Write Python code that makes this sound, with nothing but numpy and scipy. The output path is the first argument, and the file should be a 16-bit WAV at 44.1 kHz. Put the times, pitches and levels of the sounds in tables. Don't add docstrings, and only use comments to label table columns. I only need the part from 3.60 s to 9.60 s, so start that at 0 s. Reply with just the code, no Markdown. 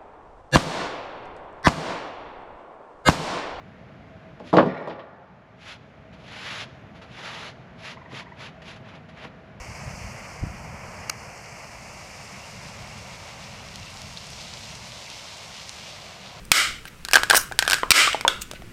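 import sys
import numpy as np
from scipy import signal
from scipy.fft import rfft, irfft
from scipy.io import wavfile
from scipy.ndimage import uniform_filter1d

SR = 44100
rng = np.random.default_rng(int(sys.argv[2]) if len(sys.argv) > 2 else 0)


def log_audio(samples):
    frames = np.atleast_2d(samples).T
    limited = np.clip(frames, -1, 1)
    pcm = np.round(limited * 32767).astype(np.int16)
    wavfile.write(sys.argv[1], SR, pcm)


N = 264600
TIME_S = np.arange(N) / SR

# start_s, relative_strength_db, lowpass_hz
CONTACTS = [(0.802, -24.5, 810), (0.841, -29.5, 590), (0.929, -5.5, 950), (0.938, -2.5, 1050),
            (0.957, -9.5, 855), (0.9684, -3.5, 5900), (0.9725, 11.5, 750), (0.984, 13, 1485),
            (0.994, -1, 800), (1.007, -1.5, 690), (1.026, 1.5, 750), (1.058, 3, 560), (1.210, -17, 1100),
            (1.273, -7, 890), (1.297, -20, 4800), (1.392, -25, 4000), (4.523, -27.5, 575),
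            (5.646, -33, 1500)]
# mode_hz, relative_level_db, t60_s
BOARD_MODES = [(102, -21, .1), (140, -13, .15), (184, -3, .26), (251, -8, .22), (322, -1, .2),
               (395, -9, .12), (420, -5, .16), (487, -3, .15), (520, -8, .14), (576, -6, .22),
               (624, -9, .15), (656, -4, .14), (765, -8, .15), (850, -12, .16), (951, -5, .1),
               (988, 1, .11), (1087, 3, .06), (1195, -8, .1), (1255, -8, .09), (1378, -12, .1),
               (1605, -10, .09)]
# band_hz, relative_db_per_hz
WOOD_SPECTRUM = [(40, -34), (100, -14), (200, -7.5), (500, 1.5), (1100, -6.5), (2000, -12.5), (3800, -5.5),
                 (5500, -29.5), (8000, -12.5), (11000, -73), (14000, -50)]
# band_hz, t60_s
WOOD_T60 = [(100, 0.46), (500, 0.11), (1500, 0.18), (4000, 0.17), (11000, .04)]
# mode_hz, half_width_hz (of each of two cascaded stages), relative_level_db
FITTINGS = [(1600, 220, -25), (1890, 150, 3), (2150, 240, -4), (3540, 110, -12.5), (4000, 110, -16),
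            (5260, 97, -22)]
# lift_off_s, swell_s, hold_s, relative_level_db, treble_tilt_db (highs up, lows down),
# palm_hollow_lowest_hz
STROKES = [(0.909, 0.055, 0.035, -58.5, 12.5, 2500), (2.13, 0.13, 0.046, -42, 5, 2400),
           (3.02, 0.41, 0.081, -38, 5.5, 1997), (3.887, 0.21, 0.23, -39.5, 3, 999),
           (4.313, 0.11, 0.051, -43, 5.5, 1900), (4.596, 0.093, 0.025, -42, 5.5, 2000),
           (4.865, 0.06, 0.05, -43, 2.5, 2000), (5.124, 0.065, 0.048, -47, 4.5, 2200),
           (5.362, 0.052, 0.096, -55.5, -4.5, 2200), (5.648, 0.14, 0.004, -46.5, -1.5, 2200)]
# band_hz, relative_db_per_hz
RUB_SPECTRUM = [(200, -23), (450, 1.5), (800, 2.5), (1400, 2.5), (2200, 1.5), (3400, -1.5), (4800, -9.5),
                (7000, -18), (8500, -30), (10500, -22), (12000, -41), (14000, -54)]
# start_s, relative_level_db, length_s (peak at half)
SCUFFS = [(0.797, -53, 0.0041), (2.525, -53, 0.021), (3.345, -53.5, 0.037), (3.414, -49, 0.026),
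          (5.017, -48.5, 0.0096), (5.159, -49, 0.014), (5.284, -56, 0.0104), (5.348, -55, 0.012),
          (5.485, -52.5, 0.018), (5.57, -59, 0.014), (5.638, -51, 0.011)]
# start_s, level_db, length_s (peak at half)
STEPS = [(3.1, -50.5, 0.25), (4.52, -41, 0.027), (5.2, -42, 0.015), (5.65, -42.5, 0.024)]
# band_hz, relative_db_per_hz
STEP_SPECTRUM = [(40, -37.5), (120, -7.5), (200, -10.5), (350, -25), (700, -53), (2000, -68)]
# band_hz, relative_db_per_hz
FOREST_SPECTRUM = [(60, 14.5), (200, -5.5), (600, -0.5), (1200, -4), (2000, -9), (4000, -2.5), (8000, -8.5),
                   (14000, -39)]
# band_hz, t60_s
FOREST_T60 = [(100, 0.86), (600, 1.33), (1500, 1.9), (4000, 0.49), (11000, 1.65)]
# band_hz, relative_db_per_hz
AIR_SPECTRUM = [(20, -39), (35, -23), (55, -9.5), (100, -3.5), (165, -1.5), (230, -6.5), (310, -13.5),
                (500, -13.5), (750, -13.5), (950, -19.5), (1500, -19), (2300, -23), (4000, -35.5),
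                (7000, -48), (8500, -58.5), (11000, -54.5), (14000, -76)]

REBOUND_S, REBOUND_LOSS_DB, REBOUND_DULLING = 0.0055, 6.5, 0.63
LOWEST_HZ = 135
RATTLE_START_S, RATTLE_DB = 1.032, -34
RATTLE_RISE_S, RATTLE_HOLD_S, RATTLE_FADE_DB_PER_S = 0.055, 0.14, 66
LIFT_S, SPEED_POWER, SAG_DB_PER_S = 0.055, 1.48, 13.5
SLOW_DULLING_DB = 3.5
CUPPED_AT, CUP_OCTAVES, OPEN_PALM_HZ = 0.62, 3.5, 2500
TRILL_START_S, TRILL_DB = 4.313, -41.5
TRILL_GAP_S, TRILL_SLOWING_S = 0.0455, 0.0013
YARD_T60_S, TREE_RISE_S = 0.24, 0.085
AIR_DB, DRONE_RELATIVE_DB = -46.5, -11.5
RECOVERY_DB_PER_S, CUTOFF_HZ = 6, 14500


def clatter(modes_db=-17.0, crowd_db=16, smack_db=5, smack_top_hz=1700, scatter_db=2,
            grit_db=-20.0, grit_hz=2200, grit_limit_db=-6):
    t, knock, ring = TIME_S[:SR // 2], np.zeros(N), np.zeros(N)
    mode_hz, mode_db, t60_s = np.transpose(BOARD_MODES)
    decays = np.exp(-np.log(1000) * t / t60_s[:, None])
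    shapes = np.sin(2 * np.pi * mode_hz[:, None] * t) * decays
    impulse = (t == 0).astype(float)
    pulse = butter(butter(impulse, smack_top_hz, "low", order=3), 430, "high")
    smack = from_db(smack_db) * pulse
    for start_s, strength_db, lowpass_hz in touches():
        strengths = from_db(mode_db + scatter_db * rng.standard_normal(len(mode_hz)))
        shares = strengths * rng.choice([-1, 1], len(mode_hz))
        tone = butter(shares @ shapes, lowpass_hz, "low", order=3)
        add(ring, start_s, from_db(strength_db + modes_db) * tone)
        crowd = dying_noise(WOOD_SPECTRUM, WOOD_T60, t)
        grit_level_db = grit_db - max(strength_db - grit_limit_db, 0)
        grit = from_db(grit_level_db) * butter(crowd, grit_hz, "high")
        body = butter(smack + crowd, lowpass_hz, "low", order=3)
        add(knock, start_s, from_db(strength_db + crowd_db) * (body + grit))
    return butter([knock, ring], LOWEST_HZ, "high", order=3)


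def touches():
    return [(start_s + k * REBOUND_S, db - k * REBOUND_LOSS_DB, hz * REBOUND_DULLING ** k)
            for start_s, db, hz in CONTACTS for k in range(2)]


def rattle(ticks_per_s=1200, uneven_db=1.5):
    ticks = (rng.random(N) < ticks_per_s / SR) * rng.standard_normal(N)
    ringing = np.zeros(N)
    for hz, half_width_hz, db in FITTINGS:
        stage = resonance(ticks, hz, 2 * half_width_hz)
        ringing += from_db(db) * resonance(stage, hz, 2 * half_width_hz)
    age_s = TIME_S - RATTLE_START_S
    fade_db = RATTLE_FADE_DB_PER_S * np.maximum(age_s - RATTLE_HOLD_S, 0)
    level_db = RATTLE_DB - fade_db + uneven_db * drift(20)
    return rms_one(ringing) * np.clip(age_s / RATTLE_RISE_S, 0, 1) * from_db(level_db)


def glove(rub_db=2, grains_per_s=3000, grain_share=0.37, catch_db=1.3, hinge_hz=2500, scuff_db=2, palm_db=-7.5):
    grains = rms_one((rng.random(N) < grains_per_s / SR) * rng.standard_normal(N))
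    friction = coloured(rng.standard_normal(N) + grain_share * grains, RUB_SPECTRUM)
    level, tilt_db, palm_hz = hand()
    low = butter(friction, hinge_hz, "low", order=1)
    high = friction - low
    hollow = from_db(palm_db - tilt_db / 2) * palm(palm_hz)
    rub = low * from_db(-tilt_db) + high * from_db(tilt_db) + hollow
    drag = level * from_db(rub_db + catch_db * drift(120))
    return drag * rub + from_db(scuff_db) * puffs(SCUFFS) * friction


def hand():
    level, tilt_db, palm_hz = np.zeros((3, N))
    for lift_s, swell_s, hold_s, db, rub_tilt_db, hollow_hz in STROKES:
        length_s = swell_s + hold_s + LIFT_S
        age_s = TIME_S - (lift_s - hold_s - swell_s)
        on = (age_s > 0) & (age_s < length_s)
        t = age_s[on]
        speed = np.clip(np.minimum(t / swell_s, (length_s - t) / LIFT_S), 0, 1)
        sag_db = SAG_DB_PER_S * np.maximum(t - swell_s, 0)
        level[on] = from_db(db - sag_db) * speed ** SPEED_POWER
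        tilt_db[on] = rub_tilt_db - SLOW_DULLING_DB * (1 - speed)
        rise_octaves = CUP_OCTAVES * np.abs(t / length_s - CUPPED_AT)
        palm_hz[on] = np.minimum(hollow_hz * 2 ** rise_octaves, OPEN_PALM_HZ)
    return level, tilt_db, palm_hz


def palm(centre_hz, half_width_hz=380):
    phase = 2 * np.pi * np.cumsum(centre_hz) / SR
    a, b = butter(rng.standard_normal((2, N)), half_width_hz, "low")
    return rms_one(a * np.cos(phase) + b * np.sin(phase))


def boots():
    return puffs(STEPS) * coloured(rng.standard_normal(N), STEP_SPECTRUM)


def frog(start_hz=880, end_hz=1100, pulse_s=0.0254, octave_db=-9, rough=0.92, count=9):
    t, out = TIME_S[:int(pulse_s * SR)], np.zeros(N)
    share = t / pulse_s
    phase = 2 * np.pi * np.cumsum(start_hz + (end_hz - start_hz) * share) / SR
    tone = np.sin(phase) * share + from_db(octave_db) * np.sin(2 * phase)
    pulse = np.sqrt(np.sin(np.pi * share)) * tone
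    for k in range(count):
        delay_s = k * TRILL_GAP_S + TRILL_SLOWING_S * k * (k - 1) / 2
        add(out, TRILL_START_S + delay_s, pulse)
    return from_db(TRILL_DB) * out * (1 + rough * drift(300))


def forest(x, yard_db=-17, trees_db=-22):
    t = TIME_S[:2 * SR]
    yard_t60 = [(100, YARD_T60_S), (10000, YARD_T60_S)]
    yard = dying_noise(FOREST_SPECTRUM, yard_t60, t) * np.minimum(t / 0.0028, 1)
    trees = dying_noise(FOREST_SPECTRUM, FOREST_T60, t) * np.minimum(t / TREE_RISE_S, 1) ** 4
    trees = trees / np.sqrt(np.sum(trees ** 2))
    return signal.fftconvolve(x, from_db(yard_db) * yard + from_db(trees_db) * trees)[:N]


def air(drone_hz=645, stage_width_hz=35):
    bed = coloured(rng.standard_normal(N), AIR_SPECTRUM)
    stage = resonance(rng.standard_normal(N), drone_hz, stage_width_hz)
    drone = rms_one(resonance(stage, drone_hz, stage_width_hz))
    return from_db(AIR_DB) * (bed + from_db(DRONE_RELATIVE_DB) * drone)


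def from_db(db):
    return 10 ** (np.asarray(db) / 20)


def rms_one(x):
    return x / np.sqrt(np.mean(x ** 2) + 1e-20)


def at_hz(points, hz):
    table_hz, value = np.transpose(points)
    return np.interp(np.log(np.maximum(hz, 1)), np.log(table_hz), value)


def butter(x, hz, kind, order=2):
    sos = signal.butter(order, np.clip(hz, 10, .45 * SR), kind, fs=SR, output="sos")
    return signal.sosfilt(sos, x)


def coloured(x, spectrum):
    gain = from_db(at_hz(spectrum, np.fft.rfftfreq(len(x), 1 / SR)))
    return rms_one(irfft(rfft(x) * gain, len(x)))


def drift(knots_per_s):
    knots = rng.standard_normal(4096)
    return np.interp(TIME_S * knots_per_s, np.arange(len(knots)), knots)


def resonance(x, hz, width_hz):
    return signal.lfilter(*signal.iirpeak(hz, hz / width_hz, fs=SR), x)


def dying_noise(spectrum, t60s, t):
    edges_hz, out = 40 * 2 ** np.arange(0, 9, .5), 0
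    for low_hz, high_hz in zip(edges_hz, edges_hz[1:]):
        hz = np.sqrt(low_hz * high_hz)
        level_db = at_hz(spectrum, hz) - 60 * t / at_hz(t60s, hz)
        burst = rng.standard_normal(len(t)) * from_db(level_db)
        sos = signal.butter(2, [low_hz, high_hz], "band", fs=SR, output="sos")
        out = out + signal.sosfilt(sos, burst)
    return out / np.sqrt(np.sum(out ** 2))


def add(out, start_s, sound):
    start = round(start_s * SR)
    out[start:start + len(sound)] += sound[:N - start]


def puffs(rows):
    out = np.zeros(N)
    for start_s, level_db, length_s in rows:
        age = np.maximum(TIME_S - start_s, 0) / (length_s / 2)
        out += from_db(level_db) * age * np.exp(1 - age)
    return out


def scene(ring_carry_db=-9, frog_echo_db=4):
    knock, ring = clatter()
    sharp, trill = knock + rattle() + glove(), frog()
    echoes = forest(sharp + from_db(ring_carry_db) * ring + from_db(frog_echo_db) * trill)
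    return (sharp + ring + trill + echoes + boots() + air())[None]


def gain_control(x, threshold_db=-9):
    level_db = 10 * np.log10(np.maximum(uniform_filter1d(x ** 2, size=500), 1e-12))
    over_db = np.maximum(level_db - threshold_db, 0)
    recovered_db = RECOVERY_DB_PER_S * TIME_S
    held_db = np.maximum.accumulate(over_db + recovered_db, axis=-1) - recovered_db
    return x * from_db(-uniform_filter1d(held_db, size=100))


def record(dry, notch_hz=9050, notch_width_hz=1600):
    x = signal.lfilter(*signal.iirnotch(notch_hz, notch_hz / notch_width_hz, fs=SR), dry)
    x = gain_control(x)
    x = x / (1 + x ** 8) ** (1 / 8)
    top_cut = signal.cheby2(14, 60, CUTOFF_HZ + 700, fs=SR, output="sos")
    return signal.sosfilt(top_cut, x)


dry = scene()
out = record(dry)
log_audio(out)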